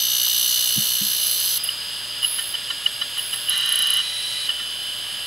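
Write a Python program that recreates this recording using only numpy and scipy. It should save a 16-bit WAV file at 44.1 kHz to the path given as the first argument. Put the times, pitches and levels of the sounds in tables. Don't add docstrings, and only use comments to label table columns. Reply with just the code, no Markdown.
import sys
import numpy as np
from scipy import signal
from scipy.fft import rfft, irfft
from scipy.io import wavfile
from scipy.ndimage import uniform_filter1d

SR = 44100
rng = np.random.default_rng(int(sys.argv[2]) if len(sys.argv) > 2 else 0)


def wrap_up_sound(samples):
    columns = np.atleast_2d(samples).T
    tamed = np.clip(columns, -1, 1)
    steps = np.round(tamed * 32767).astype(np.int16)
    wavfile.write(sys.argv[1], SR, steps)


def ratio(d):
    e = np.asarray(d, float) / 20
    return 10 ** e


N = 232218
T, HZ = np.arange(N) / SR, np.arange(N // 2 + 1) * SR / N
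TURN_HZ, SCRATCH_S = 61.055, .5092
TURNS = (T - SCRATCH_S) * TURN_HZ


def unit(x):
    return x / np.sqrt(np.mean(x ** 2))


def noise():
    return rng.standard_normal(N)


def along(table):
    hz, value = np.transpose(table)
    return np.interp(np.log(HZ + 1), np.log(hz), value)


def gains(curve):
    return ratio(np.interp(T, *np.transpose(curve)))


def resonate(x, modes, rest=0):
    response = rest
    for k, (hz, width_hz, db) in enumerate(modes):
        response = response + (-1) ** k * ratio(db) / (1 + 2j * (HZ - hz) / width_hz)
    return irfft(rfft(x) * response, N)


def band(x, lo_hz, hi_hz):
    return unit(signal.sosfilt(signal.butter(4, [lo_hz, hi_hz], "band", fs=SR, output="sos"), x))


def walk(rate_hz):
    k = int(SR / rate_hz)
    held = np.repeat(rng.standard_normal(N // k + 1), k)
    return uniform_filter1d(uniform_filter1d(held, k), k)[:N]


def tone(hz, wander_db, rate_hz, slip_rad):
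    level = np.sqrt(2) * ratio(wander_db * walk(rate_hz))
    phase = 2 * np.pi * np.cumsum(hz + 0 * T) / SR
    return level * np.sin(phase + slip_rad * walk(rate_hz) + 9 * rng.random())


def tones(table, wander_db, rate_hz, slip_rad):
    return sum(ratio(db) * tone(hz, wander_db, rate_hz, slip_rad) for hz, db in table)


def bell(peak_s, width_s):
    return np.exp(-((T - peak_s) / width_s) ** 2)


def stroke(s, end_s, db, slope_db_s, rise_s=0.0034, fall_s=0.0066):
    on = np.clip(np.minimum((T - s) / rise_s, 1 + (end_s - T) / fall_s), 0, 1)
    return on ** 2 * ratio(db + slope_db_s * np.clip(T - s, 0, end_s - s))


def add(out, s, modes, swell_s):
    i = int(s * SR)
    t = T[:min(N - i, SR // 5)]
    swell = 1 - np.exp(-(t / swell_s) ** 2)
    for hz, db, t60 in modes:
        phase = 2 * np.pi * rng.random()
        out[i:i + len(t)] += ratio(db - 60 * t / t60) * swell * np.sin(2 * np.pi * hz * t + phase)


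# freq_hz, level_db (per Hz)
AIR = [(21, -49), (35, -24.5), (123, -15), (408, -17.5), (598, -16), (734, -16.5), (1710, -9.5),
       (2150, -12.5), (2620, -8), (2850, -4.5), (4510, -9.5), (5000, -4), (5500, -18), (8770, -21),
       (10500, -14), (12000, -18.5), (12450, -25), (12900, -20), (13700, -24), (14100, -31), (14500, -23),
       (15800, -23.5)]
# freq_hz, width_hz, level_db
AIR_MODES = [(2920, 100, -0.5), (3357, 114, -6), (3700, 22, -26), (4236, 72, -9.5), (4970, 37, -2.5),
             (7100, 93, -18), (7990, 19, -11.5), (8350, 75, -12), (9400, 60, -10), (10320, 89, -11.5),
             (10250, 23, -8), (11295, 49, -14), (11400, 56, -8), (11000, 80, -13.5)]


def air():
    ring = band(resonate(noise(), AIR_MODES), 2580, 11700)
    hiss = unit(irfft(rfft(noise()) * ratio(along(AIR)), N))
    return ratio(-35.5 + 1.15 * walk(22)) * ring + ratio(-34.5) * hiss


# pitch_hz, level_db
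SPINDLE = [(1663, -53.5), (2735, -49.5), (2885, -45.5), (2961, -44.5), (3106, -55), (3138, -45.5),
           (3176, -63), (3289, -44), (3418, -46), (3542, -48.5), (3612, -53), (3688, -46.5), (3892, -53),
           (4118, -57), (4883, -48.5), (4953, -47), (5076, -48), (6412, -79), (6670, -59), (6928, -56.5),
           (8070, -60), (8312, -55), (9453, -57), (10255, -74), (10524, -48.5), (11052, -68), (12790, -62)]
# pitch_hz, level_db
HUM = [(60, -61), (120, -60), (490, -83), (592, -60), (612, -67)]


def spindle():
    return tones(SPINDLE, 1.8, 9, 0.6) + tones(HUM, 0.98, 5.85, 0.41)


# time_s, level_db
WHINE = [(0, -46), (1.1, -36), (1.56, -35), (1.6, -25), (2.1, -27), (2.35, -39), (3.4, -44), (4.5, -49),
         (5.27, -54)]


def whine():
    rung = unit(resonate(noise(), [(4810, 8.7, 16), (4890, 11, 3.0), (5190, 40, -11.0), (4300, 18, -22.0)]))
    lines = 0.79 * tone(4952, 0.91, 10.4, 0.43) + 0.29 * tone(4968, 1.1, 7.0, 0.58)
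    return gains(WHINE) * ratio(-8.0) * (0.37 * rung + lines)


# start_s, peak_db, t60_s, low_mode_weight_db
BUMPS = [
    (0.762, -20, 0.045, 4),
    (0.771, -22.5, 0.12, 3),
    (1.008, -22, 0.041, 0),
    (1.012, -29.5, 0.19, -12),
]
# pitch_hz, level_db, share of the t60
TABLE_MODES = [(109, -10, 0.53), (135, 1, 0.7), (164, 4, 0.38), (208, -1, 1.28), (297, 0.5, 0.39)]


def bumps():
    out = np.zeros(N)
    for s, db, t60, low_db in BUMPS:
        add(out, s, [(f, db + d + low_db * (f < 180), t60 * share) for f, d, share in TABLE_MODES], .006)
    return signal.sosfilt(signal.butter(3, 85, "high", fs=SR, output="sos"), out)


# start_s, peak_db, pitch_hz
TAPS = [
    (.2415, -27, 1900),
    (.272, -25.5, 1100),
]


def taps():
    out = np.zeros(N)
    for s, db, hz in TAPS:
        peak_s = s + .001
        out += ratio(db) * bell(peak_s, 0.00058) * np.cos(2 * np.pi * hz * (T - peak_s))
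    return out


HUNT_S, HUNT_RISE_S, SQUEAL_END_S = 3.488, 0.0081, 4.02
RING_END_S, LAST_SEEK_S, PARKED_S = 4.475, 4.495, 4.1


def hunting():
    return stroke(HUNT_S, SQUEAL_END_S - .012, 0, 0, HUNT_RISE_S, 0.025)


# pitch_hz, level_db
PARKED = [(3176, -54), (4883, -60), (8339, -56), (9485, -51)]


def locked_servo():
    left = stroke(3.98, LAST_SEEK_S, -37, 5)
    left += stroke(LAST_SEEK_S, N / SR, -31, -6.5)
    return left * tone(3010, 0.41, 17, 0.13) + (T > PARKED_S) * tones(PARKED, 1.5, 8.6, 0.37)


# freq_hz, width_hz, level_db
BUZZ_MODES = [(1156, 140, -9.5), (1427, 30, -6), (1514, 50, -7), (1797, 34, -0.5), (2000, 31, -3)]
# pitch_hz, level_db
CASE_LINES = [(1389, -49), (1412, -51), (1548, -50), (1707, -58), (1765, -55), (1822, -44.5), (1986, -57),
              (3478, -42), (5023, -47)]


def case_buzz():
    buzz = band(resonate(noise(), BUZZ_MODES), 890, 2270) + 0.49 * tone(1798, 0.88, 17, 0.55)
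    bright = band(resonate(noise(), [(6450, 120, 0), (5900, 300, -7), (8700, 600, -9)]), 5300, 9800)
    return hunting() * (ratio(-38.5) * buzz + tones(CASE_LINES, 1.8, 13, 0.51) + ratio(-46) * bright)


# freq_hz, width_hz, level_db
SUSPENSION_MODES = [(1995, 64, -9), (2460, 53, -9), (3910, 180, -7.5), (4100, 70, -14), (4090, 180, -7.5),
                    (5640, 78, -12), (6490, 130, -17), (8630, 390, -17), (10280, 210, -8),
                    (10740, 420, -19), (12900, 570, -27)]
# pitch_hz, level_db
SPRING_LINES = [(1981, -59), (2503, -59), (4317, -48), (5668, -54), (6449, -65)]


def suspension():
    spring = band(resonate(noise(), SUSPENSION_MODES), 1600, 17000)
    spring += 0.55 * unit(resonate(resonate(noise(), [(3925, 75, 0)]), [(3925, 110, 0)]))
    spring += 1.05 * tone(3921, 1.0, 20, .4)
    ring = stroke(HUNT_S, RING_END_S, 0, 0.5, 2 * HUNT_RISE_S)
    return ring * (ratio(-32.5 - 1.5) * spring + tones(SPRING_LINES, 1.6, 8.6, .45))


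# pitch_hz (mid hunt), level_db, glide_hz_per_s, grows_db_per_s
SQUEAL = [(2805, -47, 0, 0), (2835, -46, 0, 0), (2902, -31, 20, -4), (2948, -30, -50, 14),
          (2974, -37, 0, 12), (3007, -37.5, 0, 18), (3078, -31, -28, 8), (3141, -38.5, -5, 8),
          (3208, -50, 0, 0), (3273, -44, 25, 8)]


def squeal():
    late = np.clip(T - (HUNT_S + SQUEAL_END_S) / 2, -.3, .3)
    lines = sum(ratio(db + 26 + grows * late) * tone(hz + glide * late, .8, 14, .2)
                for hz, db, glide, grows in SQUEAL)
    rasp = unit(resonate(noise(), [(2870, 52, 0)]))
    return hunting() * ratio(-23 - (T - HUNT_S)) * (0.95 * lines + 0.28 * rasp)


# turns after the first, peak_db
NICKS = [(0, -8.5), (2, -33), (4, -24), (5, -14), (7, -23), (10, -20.5), (12, -15), (14, -10), (16, -10),
         (18, -11), (20, -11), (23, -16.5), (25, -11), (27, -9.5), (29, -16)]
# start_s, peak_db
SNAGS = [(1.2356, -13), (1.2678, -13), (1.312, -14), (1.401, -18), (1.454, -17), (1.488, -17.5),
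         (1.5136, -18), (1.5371, -16.5), (1.5635, -17), (1.57, -15), (1.636, -18), (1.6748, -18)]
# pitch_hz, level_db, t60_s
NICK_MODES = [(10200, -5, 0.027), (10830, 6, 0.012), (11010, 1.5, 0.024), (11500, -17, .012)]
# pitch_hz, level_db, t60_s
NICK_UPPER = [(13100, 7.5, 0.022), (13700, -4, .012), (14700, -6, 0.017), (15300, -10, .01)]
FIRST_NICK_S = 3.4946


def nicks():
    out, spit = np.zeros(N), np.zeros(N)
    hits = [(FIRST_NICK_S + round(turns) / TURN_HZ, db) for turns, db in NICKS]
    for s, db in hits + list(SNAGS):
        add(out, s, [(f, db + d - 3.0, t60) for f, d, t60 in NICK_MODES], .0008)
        add(out, s, [(f, -26 + 0.3 * db + d, t60) for f, d, t60 in NICK_UPPER], .0008)
        spit += ratio(-25 + .6 * db) * bell(s + 0.0018, 0.0036)
    return out + spit * band(noise(), 11900, 15100)


# start_s, peak_db, pitch_hz, case_knock_db
TICKS = [(1.649, -23.5, 2920, -45), (1.689, -14, 2974, -41), (2.2184, -25, 2950, -50),
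         (2.229, -16.5, 2960, -43), (2.236, -19, 2950, -40), (2.246, -10, 2940, -39),
         (2.255, -23, 2950, -50), (2.389, -21, 3000, -45), (2.384, -21, 3040, -33.5),
         (2.394, -20.5, 3030, -40), (2.54, -21, 3020, -40), (2.544, -23, 2980, -45),
         (2.551, -17.5, 2960, -41), (2.702, -20, 3050, -30), (2.7089, -21, 2930, -45),
         (2.8625, -8, 2940, -32), (3.014, -20, 2970, -30.5), (3.0206, -18, 3020, -42),
         (3.17, -25, 2990, -36.5), (3.183, -19, 2980, -41), (3.1925, -18.5, 2940, -45),
         (3.3305, -19.5, 3000, -41), (3.3361, -22.5, 2900, -34), (3.474, -23, 2950, -45),
         (3.486, -16.5, 2970, -39), (4.503, -16, 2920, -43), (4.492, -14.5, 3000, -32.5),
         (4.597, -38, 2870, -35)]
# pitch_hz, level_db, t60_s
CASE_MODES = [(1113, 0, 0.039), (1402, 3, 0.095), (1500, -2, 0.04), (1800, 4.5, 0.12), (2018, 4, 0.047),
              (3300, -6, .02), (3943, 12, 0.05)]


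def ticks():
    out, rasp = np.zeros(N), np.zeros(N)
    for s, db, hz, knock_db in TICKS:
        out += ratio(db + 2.0) * bell(s + .0025, .0032) * np.sin(2 * np.pi * hz * T)
        add(out, s, [(f, knock_db + d - 3.0, t60) for f, d, t60 in CASE_MODES], .003)
        rasp += ratio(knock_db - 2.0) * bell(s + .004, 0.0071)
    return out + rasp * band(noise(), 890, 5200)


def track(memory, fresh, blow, scratch_db, second_db, sharp, wear_db):
    cells = int(SR / TURN_HZ)
    chance = rng.standard_normal((N // cells + 2, cells))
    worn = signal.lfilter([np.sqrt(1 - memory ** 2)], [1, -memory], chance, axis=0, zi=chance[-1:])[0]
    worn[:, int(SCRATCH_S * TURN_HZ % 1 * cells) + 20] += blow * ratio(.9 * chance[:, 0])
    worn = signal.resample(worn.ravel(), int(worn.size * SR / TURN_HZ / cells))[:N]
    scratches = scratch_db * np.exp(-(TURNS % 1 / sharp) ** 2)
    scratches += second_db * np.exp(-((TURNS - .33) % 1 / sharp) ** 2)
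    return ratio(scratches + wear_db * walk(70)) * (worn + fresh * noise())


# start_s, end_s, landing_db, glide_db
SKIM = [
    (1.635, 1.713, -22, -33.5),
    (2.217, 2.52, -50, -26),
    (3.176, 3.31, -34, -30.5),
    (3.325, 3.49, -33, -31),
]
# freq_hz, width_hz, level_db
SKIM_MODES = [(10510, 240, 9.5), (11100, 170, 9.5), (11050, 150, 4.5), (11400, 130, -6.5), (11430, 170, -2),
              (12800, 120, -1), (13200, 100, -7), (13800, 80, -2), (14300, 90, -1), (15000, 100, -10),
              (15600, 250, -28)]


def skim():
    scrape = band(resonate(track(0.93, 0.5, 2.7, 9, 3, 0.13, 0.64), SKIM_MODES, ratio(-14)), 8900, 17000)
    touch, land_s = 0, 0.0061
    for s, end_s, land_db, db in SKIM:
        touch = touch + stroke(s, s + land_s, land_db, 0, land_s, 0.023)
        touch += stroke(s, end_s, db, -16, land_s, 0.068)
    whistle = stroke(2.228, 2.4, -27, -55, 0.036) * tone(10270, .8, 40.2, .3)
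    return touch * scrape * ratio(-1.5) + whistle


# place in the turn (0-1), pitch_hz, peak_db, fade_db_per_s, length_s
STRIKES = [(.17, 2960, -20.5, -9, .0032), (.15, 3695, -19.5, -10, .0021), (.02, 4365, -25.5, -9, .0015),
           (.3, 4300, -29, -3, .0018), (.15, 4335, -30, 4, .0018), (.42, 4050, -29, -9, .0016),
           (0, 4030, -31, 0, .002), (.19, 4950, -37, 11, .002), (.19, 5953, -22.5, -13, .0028),
           (.5, 5953, -26.5, -15, .0024), (.92, 6045, -37, 10, .004), (.42, 8000, -31, 0, .0013),
           (.08, 11100, -23.5, 0, .0009), (.41, 11350, -21.5, 0, .0014), (.84, 11150, -33, 14, .0013),
           (.4, 12850, -21.5, -18, .001), (.1, 12790, -28, 4, .002), (.84, 12760, -34, 9, .0014),
           (.4, 13320, -25, -16, .0009), (.36, 9700, -38, 11, .0005)]


def strikes():
    out, wearing_s = np.zeros(N), np.clip(T - .55, 0, None)
    for place, hz, db, fade_db_s, length_s in STRIKES:
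        t = ((TURNS - place + .5) % 1 - .5) / TURN_HZ
        size = ratio(db + fade_db_s * wearing_s + hz / 4500 * walk(TURN_HZ)) * np.exp(-(t / length_s) ** 2)
        out += size * np.sin(2 * np.pi * hz * (t + place / TURN_HZ) + 0.3 * walk(14.14))
    return out


# multiple of the turn rate, level_db, fade_db_per_s
SING = [(93.2, -53, 6), (96.2, -50, 0), (98.2, -43, -8), (101, -40, -8), (104.7, -43, -8), (109, -53, -6),
        (110, -44, -7), (164, -48, -2), (181.4, -57, -8), (188, -37, -14), (209, -45, -6), (213.6, -42, -3)]


def sing():
    damped = 1 - .75 * np.exp(-(((TURNS + .6) % 1 - .5) / .12) ** 2)
    return damped * sum(ratio(db + 2.5 + fade_db_s * T) * tone(round(turns) * TURN_HZ, 2.1, 7.1, 0.12)
                        for turns, db, fade_db_s in SING)


# freq_hz, width_hz, level_db
RUB_MODES = [(2950, 120, -9.5), (3420, 230, -9.5), (3640, 230, -11), (3820, 200, -8.5), (4060, 84, -3),
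             (4450, 190, -5.5), (4980, 71, -7.5), (5990, 110, -8), (6296, 79, -10), (6360, 240, -8),
             (6710, 35, -6), (7130, 1200, -18.5), (8060, 150, -8), (8700, 470, -14), (9500, 110, -17),
             (9920, 67, -4), (10200, 150, -24), (11000, 200, -15), (11040, 190, -1.5), (11900, 37, -6),
             (11860, 350, -11), (12800, 130, -4.5), (13300, 170, -10), (13600, 250, -12), (14000, 200, -10),
             (14300, 200, -12), (14800, 360, -11), (15400, 400, -5)]
# freq_hz, level_db (per Hz)
RUB_BODY = [(1290, -54), (2200, -49), (2970, -8), (5440, -2.5), (6010, 3), (7030, -15), (11200, -2),
            (16000, -22)]
# time_s, level_db
PRESSURE = [(0, -28.5), (.46, -24), (.86, -24.5), (.98, -26.5), (1.32, -25.5), (1.58, -26)]
LIFT_S, LIFT_FADE_S = 1.578, 0.0041


def rub():
    def ring(*wear):
        return resonate(track(*wear), RUB_MODES, ratio(along(RUB_BODY) - 15.0))

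    arm = ratio(-3 - 1.5 * T) * band(ring(0.96, 0.45, 1.0, 4.0, 2.5, 0.22, 0.6), 2640, 5380)
    platter = ratio(-4.5 - 2.0 * T) * band(ring(0.875, 1.0, 1.0, 5.0, 8.3, 0.12, 0.99), 4370, 9300)
    head = ratio(-2) * band(ring(0.89, 0.97, 1.5, 9.9, 6.5, 0.16, 0.52), 8700, 15140)
    scrape = gains(PRESSURE) * ratio(-0.5) * (arm + platter + head)
    contact = np.clip(1 + (LIFT_S - T) / LIFT_FADE_S, 0, 1)
    tail = ratio(-13 - 60 * np.clip(T - LIFT_S, 0, None) / 0.37)
    return np.maximum(contact, tail) * (scrape + strikes() + sing())


# freq_hz, left_minus_right_db
LEAN = [(100, 0), (300, 0.8), (700, -2), (1400, 1.4), (2200, 3), (3000, -2.5), (3600, -2.5), (5000, 2),
        (8000, -4.5), (11000, -0.5), (13500, -2.5)]
# freq_hz, left_lead_rad
LEAD = [(0, 0), (2930, -0.023), (3450, -0.97), (3700, 0.099), (4000, 0.011), (6500, 0.14), (7400, 0.72),
        (8440, 0.17), (8700, -0.1), (9040, 0.59), (10900, -0.19), (11200, -0.24), (12700, 0.016),
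        (13100, -0.2), (13400, 0.1), (14800, -0.0), (16500, 0.0)]
# freq_hz, side_minus_mid_db
WIDTH = [(60, -36), (150, -36), (350, -17), (700, -17), (1300, -45), (2000, -28), (2900, -21.5),
         (4500, -22), (6000, -39), (7500, -13), (10500, -12), (13000, -6), (15500, -42)]


def scene():
    mid = air() + spindle() + whine() + bumps() + taps()
    mid += locked_servo() + case_buzz() + suspension() + squeal()
    mid += nicks() + ticks() + skim() + rub()
    port = ratio(along(LEAN) / 2) * np.exp(.5j * along(LEAD))
    echo = rng.standard_normal(SR // 4) * ratio(-60 * T[:SR // 4] / 0.12)
    echo /= np.linalg.norm(echo)
    side = irfft(rfft(mid) * rfft(echo, N) * ratio(along(WIDTH)), N)
    side += ratio(-71.5) * band(noise(), 260, 970)
    return np.array([irfft(rfft(mid) * port, N) + side, irfft(rfft(mid) / port, N) - side])


def roll_off(x):
    return signal.sosfilt(signal.butter(12, 16860, fs=SR, output="sos"), x)


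def record(dry):
    mix = signal.sosfilt(signal.ellip(12, .2, 70, 15720, fs=SR, output="sos"), dry)
    return roll_off(mix)


dry = scene()
out = record(dry)
wrap_up_sound(out)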